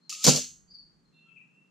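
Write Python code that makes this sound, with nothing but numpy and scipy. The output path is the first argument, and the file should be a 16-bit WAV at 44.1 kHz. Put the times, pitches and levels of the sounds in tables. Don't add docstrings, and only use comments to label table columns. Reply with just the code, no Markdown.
import sys
import numpy as np
from scipy import signal
from scipy.fft import rfft, irfft, next_fast_len
from scipy.io import wavfile

SR = 44100
rng = np.random.default_rng(int(sys.argv[2]) if len(sys.argv) > 2 else 0)


def dump_mix(stems):
    frames = np.atleast_2d(stems).T
    limited = np.clip(frames, -1, 1)
    pcm = np.round(limited * 32767).astype(np.int16)
    wavfile.write(sys.argv[1], SR, pcm)


N = 74970
CUTOFF_HZ = 15900


def amp(db):
    return 10 ** (np.asarray(db) / 20)


def at_hz(points, hz):
    freqs, values = np.transpose(points)
    return np.interp(np.log(hz + 1e-3), np.log(freqs), values)


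def noise():
    return rng.standard_normal((2, N))


def fade(start, t60):
    age = (np.arange(N) - int(start * SR)) / SR
    return (age >= 0) * np.exp(-np.log(1000) * np.maximum(age, 0) / t60)


def bursts(hits, t60):
    return np.sqrt(sum((amp(db) * fade(start, t60)) ** 2 for start, db in hits))


def colour(x, points, size=4096):
    gain = amp(at_hz(points, np.arange(size // 2 + 1) * SR / size))
    cepstrum = irfft(np.log(gain / np.sqrt(np.mean(gain ** 2))))
    cepstrum[1:size // 2] *= 2
    cepstrum[size // 2 + 1:] = 0
    response = irfft(np.exp(rfft(cepstrum)))
    return signal.fftconvolve(x, response[None], axes=1)[:, :N]


def high_pass(x, hz):
    return signal.sosfilt(signal.butter(6, hz, "high", fs=SR, output="sos"), x)


def panned(pan_db):
    return amp(np.array([[1], [-1]]) * pan_db / 2)


def stereo(pair, width, pan=None):
    size = 2 * next_fast_len(N // 2 + SR // 20)
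    hz = np.arange(size // 2 + 1) * SR / size
    mid, side = rfft(pair, size)
    both = mid + side * amp(at_hz(width, hz)) * [[1], [-1]]
    return irfft(both * (1 if pan is None else panned(at_hz(pan, hz))))[:, :N]


def ring(hits, modes, strengths=None, size=170):
    if strengths is None:
        strengths = np.sign(rng.standard_normal((len(hits), 2, len(modes))))
    hz, level_db, t60 = np.transpose(modes)
    pole = (2j * np.pi * hz - np.log(1000) / t60) / SR
    steps = np.arange(size)
    within = np.exp(np.outer(pole, steps))
    across = np.exp(np.outer(steps * size, pole))
    out = np.zeros((2, N))
    for (start, db), strength in zip(hits, strengths):
        gains = amp(db + level_db) * strength
        i = int(start * SR)
        out[:, i:i + size * size] += ((gains[:, None] * across) @ within).imag.reshape(2, -1)
    return out


# (frequency [Hz], relative level [dB])
AIR_COLOUR = [(30, -35), (100, -33), (138, -4), (162, 1.5), (300, -11), (666, -25), (1320, -23),
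              (2600, -32), (4500, -35), (7000, -33.5), (11000, -47.5), (16000, -56)]
# (frequency [Hz], side against mid [dB])
GARDEN_WIDTH = [(60, 1.5), (160, -8.5), (400, -1.5), (3000, -2), (10000, -4)]
# (frequency [Hz], relative level [dB])
RUMBLE_COLOUR = [(20, -14), (45, 0), (90, -4.5), (160, -8.5), (300, -25), (1000, -60)]
# (time [s], relative level [dB])
RUMBLE_SWELL = [(.22, -39.5), (.27, 3), (.45, 0.5), (.7, -8.5), (1.1, -14.5), (1.28, -40)]

def garden():
    air = amp(-69) * colour(noise(), AIR_COLOUR)
    rumble_db = -66.5 + np.interp(np.arange(N) / SR, *np.transpose(RUMBLE_SWELL))
    rumble = amp(rumble_db) * colour(noise(), RUMBLE_COLOUR)
    return stereo(air + rumble, GARDEN_WIDTH)


def whistle(note, flutter_hz=160):
    start, length, from_hz, to_hz, level_db, pan_db, depth = note
    progress = np.minimum(np.arange(SR // 3) / SR / length, 1)
    smoothing = signal.butter(2, flutter_hz, fs=SR, output="sos")
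    flutter = signal.sosfilt(smoothing, rng.standard_normal(len(progress)))
    hz = (from_hz + (to_hz - from_hz) * progress) * (1 + depth * flutter / flutter.std())
    tone = np.sin(np.pi * progress) * np.sin(2 * np.pi * np.cumsum(hz) / SR)
    return amp(level_db) * panned(pan_db) * np.pad(tone, (int(start * SR), N))[:N]


# (time [s], length [s], start pitch [Hz], end pitch [Hz], relative level [dB],
# pan [dB], flutter [share of pitch])
BIRD_NOTES = [(0.0, 0.11, 4240, 4200, -64, 6.5, .02), (.672, 0.042, 4720, 4720, -59, 0, .02),
              (.699, .04, 4760, 4650, -47, 1, .024), (.735, 0.0266, 4730, 4551, -42.5, 4.5, .024),
              (0.764, 0.058, 4620, 4480, -48, -1, .02), (1.048, .026, 4220, 4200, -68, 8.5, .008),
              (1.11, .12, 4130, 4174, -67, 1, .014), (1.126, 0.085, 3563, 3620, -72.5, 3, .015),
              (1.12, 0.19, 2718, 2701, -61.5, 3.5, .016), (1.22, .14, 3250, 3102, -74.5, 4, .025),
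              (1.255, 0.04, 1319, 1350, -67, 5, 0.027), (1.27, 0.065, 2702, 2627, -55.5, 11, .025),
              (1.356, .026, 2700, 2520, -46.5, 10, .03), (1.375, 0.0597, 2380, 2720, -55.5, 2, .04),
              (1.4, 0.029, 2000, 1860, -72, 7, .02), (1.479, .22, 2680, 2710, -65, 3, .015)]

def birds():
    song = sum(whistle(note) for note in BIRD_NOTES)
    scatter = stereo(noise() * fade(0, t60=.48), GARDEN_WIDTH)
    scatter /= np.sqrt(np.sum(scatter ** 2) / 2)
    echoes = signal.fftconvolve(song, scatter, axes=1)[:, :N]
    return amp(-3) * song + amp(-2) * echoes


# (pitch [Hz], relative level [dB], ring time [s])
LOUD_WIRES = [(1360, -15.5, .35), (3784, -8.5, 0.3), (4270, -11, .45), (4379, -2.5, .33), (4343, -3, .36),
              (4690, -6.5, .48), (5150, -3.5, 0.42), (5100, -2, 0.36), (5702, -5, 0.38), (6150, -3.5, 0.42),
              (6140, -1, .35), (6400, 0, .35), (6380, -0.5, .38), (6480, -0.5, 0.52), (6825, -0.5, .45),
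              (7284, 3, .4), (7600, -8, 0.42)]
# (frequency [Hz], relative level [dB])
WIRE_COLOUR = [(300, -25.5), (900, -30.5), (1300, -19.5), (1900, -15), (2700, -5), (3600, -5.5),
               (4500, -1.5), (6800, 0.5), (7600, -1.5), (8100, -13.5), (9600, -11.5), (10800, -25.5),
               (14800, -24), (16000, -41)]
# (pitch [Hz], ring time [s])
WIRE_T60 = [(300, .33), (1300, .27), (2700, .28), (4500, .31), (7000, .325), (10000, .3), (15000, .34)]

def wire_modes(count=560, spread_db=1.5, t60_spread=.45):
    hz = 300 + (CUTOFF_HZ - 300) * ((np.arange(count) + rng.random(count)) / count) ** 1.25
    db = -41 + at_hz(WIRE_COLOUR, hz) + spread_db * 2 * (rng.random(count) - .5)
    t60 = at_hz(WIRE_T60, hz) * np.exp(t60_spread * (rng.random(count) - .5))
    loud_wires = np.array(LOUD_WIRES) + [0, -37.5, 0]
    return np.vstack([np.transpose([hz, db, t60]), loud_wires])


# (frequency [Hz], relative level [dB])
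CONTACT_COLOUR = [(100, -32.5), (500, -20), (1800, -19), (2700, -11), (3500, -6), (4500, 2), (7000, 2.5),
                  (8200, -10.5), (9600, -11), (11000, -19.5), (14800, -16.5), (16000, -34.5)]

def strike_mesh(hits, wires, contacts_per_s=3500):
    chatter = noise() * (rng.random(N) < contacts_per_s / SR) * np.sqrt(SR / contacts_per_s)
    grind = amp(1.5) * noise()
    force = (amp(-.5) * chatter + grind) * bursts(hits, t60=.067)
    return amp(-17.5) * colour(force, CONTACT_COLOUR) + ring(hits, wires)


# (time [s], relative level [dB])
ROD_SLIPS = [(.0945, -21), (.1005, -23), (.113, -26), (.126, -23.5), (.137, -24.5), (.149, -29),
             (.165, -36), (.19, -38), (.207, -35.5)]
# (pitch [Hz], relative level [dB], ring time [s])
ROD_MODES = [(344, -19.5, .2), (590, -17.5, .2), (1243, -6.5, .25), (1810, -11, .15), (2185, -6, 0.19),
             (2631, -0.5, 0.1), (2734, -1, 0.25), (4750, -1, .22), (5427, 2, 0.18), (6900, 1, .22)]

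def trigger(wires):
    ticks = high_pass(strike_mesh(ROD_SLIPS, wires), hz=2150)
    return ticks + amp(-32.5) * ring(ROD_SLIPS, ROD_MODES)


def high_hiss(rush_db=17.5, rush_s=.016):
    t = np.arange(N) / SR
    start, end = ROD_SLIPS[0][0], DOOR_CLASHES[0][0]
    level_db = -47 + rush_db * np.exp(np.minimum(t - end, 0) / rush_s)
    hiss = noise() * amp(level_db) * (t > start) * (t < end)
    return high_pass(colour(hiss, WIRE_COLOUR), hz=2150)


# (time [s], length [s], start pitch
# [Hz], end pitch [Hz], level [dB], pan [dB], flutter [share of pitch])
SQUEAKS = [(.119, .018, 1250, 1215, -44, 0, .025), (.122, .011, 2700, 2650, -40, 0, .035),
           (.135, .08, 1250, 1250, -58, 0, .025), (.144, .014, 2700, 2700, -45, 3, .035),
           (.2, 0.04, 1280, 1255, -52, 2.5, 0.024)]

def squeaks():
    return sum(whistle(note) for note in SQUEAKS)


# (time [s], relative level [dB])
DOOR_CLASHES = [(0.2421, -3), (.2495, -3.5), (0.2657, -1), (0.273, -3), (.279, -2.5), (0.2843, -2),
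                (.292, -6.5), (.301, -7.5), (.32, -13.5), (0.336, -13.5), (.348, -15.5), (.361, -10),
                (.372, -14.5), (0.389, -18.5), (0.417, -22.5), (.438, -27.5)]

def slam(wires):
    snap = noise() * fade(DOOR_CLASHES[0][0], t60=.015)
    return amp(-18.5) * high_pass(snap, hz=4030) + strike_mesh(DOOR_CLASHES, wires)


# (time [s], relative level [dB])
DOOR_THUDS = [(.247, -18.5), (.2655, -8), (0.2727, -1), (0.2786, 2.5), (0.2838, -1), (0.295, -12.5),
              (.326, -16), (.347, -15.5), (.365, -20.5), (.376, -18.5)]
# (pitch [Hz], relative level [dB], ring time [s])
DOOR_MODES = [(151, 0, .17), (162, -8.5, .12), (194, -14, .22), (248.8, -2, .23), (310.8, -15, .24),
              (399.5, -10, .22), (433, -11, .17), (491.3, -10, .22), (506, -4.5, .12), (575, -7, .12),
              (655, -8, .13), (790, -10, .1), (935, -12, .12), (1351, -21, .2)]
# (frequency [Hz], relative level [dB])
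SOIL_COLOUR = [(30, -31.5), (95, -27.5), (135, -1.5), (260, 1.5), (340, -8.5), (520, -1.5), (850, -13.5),
               (1100, -15), (1500, -20), (2500, -38.5), (8000, -71.5)]

def door_boom(side_lag_s=.0012):
    strengths = 1 + .3 * rng.standard_normal((len(DOOR_THUDS), 2, len(DOOR_MODES)))
    boom = ring(DOOR_THUDS, DOOR_MODES, strengths)
    boom[1] = np.roll(boom[1], int(side_lag_s * SR))
    thud = colour(noise() * bursts(DOOR_THUDS, t60=.074), SOIL_COLOUR)
    return amp(-22) * boom + amp(-17) * thud


# (frequency [Hz], side against mid [dB])
TRAP_WIDTH = [(130, -0.5), (290, -8.5), (640, -10), (1400, -7.5), (3100, -17.5), (4700, -14), (6800, -2.5),
              (9000, -1), (14000, -6)]
# (frequency [Hz], left against right [dB])
TRAP_PAN = [(130, -5), (640, -6), (1400, 6), (3100, -1), (6800, 1), (9000, -3), (14000, -0.5)]

def scene():
    wires = wire_modes()
    trap = door_boom() + high_hiss() + trigger(wires) + slam(wires)
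    trap = stereo(high_pass(trap, hz=122), TRAP_WIDTH, TRAP_PAN)
    return trap + squeaks() + birds() + garden()


def record(dry):
    peak_limit = .85
    rounded = dry / (1 + (dry / peak_limit) ** 4) ** .25
    return signal.sosfilt(signal.cheby2(14, 60, CUTOFF_HZ, fs=SR, output="sos"), rounded)


dry = scene()
out = record(dry)
dump_mix(out)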